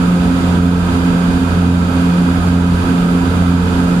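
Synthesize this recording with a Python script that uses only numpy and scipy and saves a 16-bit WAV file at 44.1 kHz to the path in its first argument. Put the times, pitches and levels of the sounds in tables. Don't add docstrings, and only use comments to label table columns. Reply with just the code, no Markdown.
import sys
import numpy as np
from scipy import signal
from scipy.fft import rfft, irfft
from scipy.io import wavfile
from scipy.ndimage import uniform_filter1d, minimum_filter1d

SR = 44100
rng = np.random.default_rng(int(sys.argv[2]) if len(sys.argv) > 2 else 0)


def bounce(signal):
    frames = np.transpose(np.atleast_2d(signal))
    limited = np.clip(frames, -1, 1)
    pcm = np.round(limited * 32767).astype(np.int16)
    wavfile.write(sys.argv[1], SR, pcm)


N = 176400
TIME = np.arange(N) / SR
FLUTTER_HZ = 4.6


# (slower propeller [dB], faster propeller [dB], left minus right [dB], flutter [share of the tone])
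DRONE_TONES = [(-21, -24, -2, 0.086), (-24, -16, -1.1, 0.073), (-20, -27.5, -3, 0.12),
               (-37, -48.5, 0, 0.53), (-39, -39.5, -3, 0.76), (-46.5, -41.5, 1, 0.37)]

def propellers(slower, faster):
    drone = np.zeros((2, N))
    for multiple, (slower_db, faster_db, pan_db, flutter) in enumerate(DRONE_TONES, 1):
        for passes, db in ((slower, slower_db), (faster, faster_db)):
            sway = 1 + flutter * (drift(FLUTTER_HZ) + 1j * drift(FLUTTER_HZ)) / np.sqrt(2)
            tone = np.sqrt(2) * np.real(sway * np.exp(2j * np.pi * multiple * passes))
            drone += from_db([[db + pan_db / 2], [db - pan_db / 2]]) * tone
    return drone


# (time [s], slower propeller [Hz], faster propeller [Hz])
BLADE_RATES = [(0, 87.53, 88.53), (.8, 87.27, 88.15), (1.6, 86.89, 87.96), (2.4, 87.02, 88.14),
               (3.2, 87.09, 88.17), (4, 87.05, 88.28)]

def blade_passes(out_of_step_s=2.1565):
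    times, *rates = np.transpose(BLADE_RATES)
    counts = [np.cumsum(np.interp(TIME, times, rate)) / SR for rate in rates]
    slower, faster = [count - np.interp(out_of_step_s, TIME, count) for count in counts]
    return slower + .5, faster


# (pitch [Hz], left level [dB per Hz], right level [dB per Hz])
AIR_LEVELS = [(20, -60, -55), (27, -47, -49), (36, -50, -53), (46, -50, -42), (76, -44, -41),
              (108, -46, -48.5), (150, -46.5, -46), (233, -45, -41), (302, -52, -49), (415, -52.5, -53),
              (550, -59, -54.5), (1080, -63.5, -60), (1513, -65.5, -55), (1727, -63.5, -61),
              (1830, -72, -65), (2300, -61, -64), (2900, -72.5, -65), (3650, -74, -65.5),
              (4200, -75.5, -72), (4710, -70, -69.5), (5260, -78, -78), (6100, -77.5, -79.5),
              (6650, -79, -74.5), (7520, -76.5, -78), (7900, -79.5, -87), (8550, -78, -90),
              (9100, -73.5, -89), (9550, -75, -81), (9900, -82.5, -82.5), (10850, -83.5, -81),
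              (12500, -87, -87), (14500, -90, -92), (15500, -95, -100)]
# (pitch [Hz], likeness [1 same, 0 unrelated, -1 opposite])
EAR_LIKENESS = [(60, 0.94), (270, 0.84), (450, .82), (740, 0.39), (1220, -0.29), (2010, -0.25),
                (5000, -0.035)]

def slipstream(passes, hiss_from_hz=9400, pulse_depth=.4, gust_db=.25, gust_hz=6.6):
    hz = np.maximum(np.fft.rfftfreq(N, 1 / SR), 1)
    shared, opposite = rfft(rng.standard_normal((2, N)))
    alike = at_hz(EAR_LIKENESS, hz)
    noise = np.sqrt(1 + alike) * shared + np.sqrt(1 - alike) * opposite * [[1], [-1]]
    level_db = at_hz(AIR_LEVELS, hz) + cabin_ringing(hz) + cabin_ripple(hz)
    bass_cut = np.minimum(hz / 20, 1) ** 2
    air = noise * from_db(level_db) * np.sqrt(SR) / 2 * bass_cut
    hiss_share = 1 / (1 + (hiss_from_hz / hz) ** 8)
    roar = irfft(air * (1 - hiss_share), N)
    hiss = irfft(air * hiss_share, N)
    gusts = from_db(gust_db * drift(gust_hz))
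    pulse = (.5 + .5 * np.cos(2 * np.pi * passes)) ** 3
    return roar * gusts + hiss * (1 + pulse_depth * (pulse - pulse.mean()))


# (pitch [Hz], width [Hz], left boost [dB], right boost [dB])
CABIN_RESONANCES = [(461, 25, 3.5, 2), (720, 80, 4.5, 3.5), (862, 49, -3, 4), (962, 112, 5.5, 8.5),
                    (1109, 23, 5, 7.5), (1192, 25, 6, 2), (1247, 51, -4, 7), (1324, 86, -1.5, 8),
                    (1510, 25, 7, 1.5), (1577, 62, 5, 5), (2200, 21, -5, 2), (2256, 130, -6.5, -4),
                    (8200, 200, 1.5, 5), (10400, 250, -1, 1)]

def cabin_ringing(hz):
    return sum(np.array([[left_db], [right_db]]) / (1 + (2 * (hz - centre_hz) / width_hz) ** 2)
               for centre_hz, width_hz, left_db, right_db in CABIN_RESONANCES)


def cabin_ripple(hz, depth_db=1.1, width_hz=21, from_hz=2500):
    width_bins = width_hz * N / SR
    bell = np.exp(-(2 * np.arange(-400, 401) / width_bins) ** 2)
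    bumps = signal.fftconvolve(rng.standard_normal((2, len(hz))), bell[None], "same", axes=1)
    treble_share = hz ** 2 / (hz ** 2 + from_hz ** 2)
    return depth_db * bumps / bumps.std() * treble_share


# (pitch [Hz], left level [dB], right level [dB], pitch wander [Hz])
ENGINE_WHINES = [(451, -48, -41.5, 1.2), (2495, -57, -50, 3), (2555, -56, -57, 4), (2988, -64, -56, 3),
                 (3085, -66, -56, 3), (3165, -66, -57, 3), (4520, -68, -59, 8), (4640, -59, -61, 15),
                 (5620, -67, -66, 8), (6590, -72, -63, 5), (7214, -64, -62, 4), (7305, -64, -62, 4),
                 (7499, -57, -58, 3), (8610, -67, -74, 4), (8872, -62, -74, 4), (8945, -64, -75, 4),
                 (9103, -63, -65, 6)]
# (time [s], level change [dB])
WHINE_SWELL = [(0, -1), (.65, -5), (1.0, 2.5), (1.4, 2), (4, -2)]

def engine_whines():
    swell = from_db(np.interp(TIME, *np.transpose(WHINE_SWELL)))
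    strongest = swell * whine(hz=2465.5, left_db=-43, right_db=-50, wander_hz=2)
    return strongest + sum(whine(*row) for row in ENGINE_WHINES)


def whine(hz, left_db, right_db, wander_hz, waver_rate_hz=12, shimmer_db=4):
    turns = np.cumsum(hz + wander_hz * drift(waver_rate_hz)) / SR
    ears = []
    for db in (left_db, right_db):
        loudness = from_db(db + shimmer_db * drift(waver_rate_hz))
        ears.append(loudness * np.sin(2 * np.pi * turns + .5 * drift(FLUTTER_HZ)))
    return np.array(ears)


def drift(rate_hz):
    step, warm_up = 40, 2000
    memory = np.exp(-2 * np.pi * rate_hz * step / SR)
    noise = rng.standard_normal(N // step + warm_up + 2)
    slow = signal.lfilter([1], [1, -2 * memory, memory ** 2], noise)[warm_up:]
    return np.interp(np.arange(N) / step, np.arange(len(slow)), slow / slow.std())


def from_db(db):
    return 10 ** (np.asarray(db) / 20)


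def at_hz(table, hz):
    known_hz, *columns = np.transpose(table)
    return np.array([np.interp(np.log(hz), np.log(known_hz), column) for column in columns])


def compressor(sound, from_level_db=-8.5, squeeze=.59, boost_db=3.5, attack_s=.011, release_db_per_s=29):
    peak_db = 20 * np.log10(np.abs(sound).max(axis=0) + 1e-9)
    over_db = np.maximum(peak_db - from_level_db, 0)
    release_db = release_db_per_s * TIME
    held_db = np.maximum.accumulate(over_db + release_db) - release_db
    memory = np.exp(-1 / (attack_s * SR))
    smooth_db, _ = signal.lfilter([1 - memory], [1, -memory], held_db, zi=[memory * held_db.mean()])
    return sound * from_db(boost_db - squeeze * smooth_db)


def limiter(sound, ceiling=.93, window_samples=255):
    gain = np.minimum(ceiling / (np.abs(sound).max(axis=0) + 1e-9), 1)
    lowest_nearby = minimum_filter1d(gain, size=window_samples)
    return sound * uniform_filter1d(lowest_nearby, size=window_samples)


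def scene():
    slower, faster = blade_passes()
    return propellers(slower, faster) + slipstream(slower) + engine_whines()


def record(dry):
    treble_cut = signal.ellip(10, .1, 80, 15300, fs=SR, output="sos")
    return signal.sosfilt(treble_cut, limiter(compressor(dry)))


dry = scene()
out = record(dry)
bounce(out)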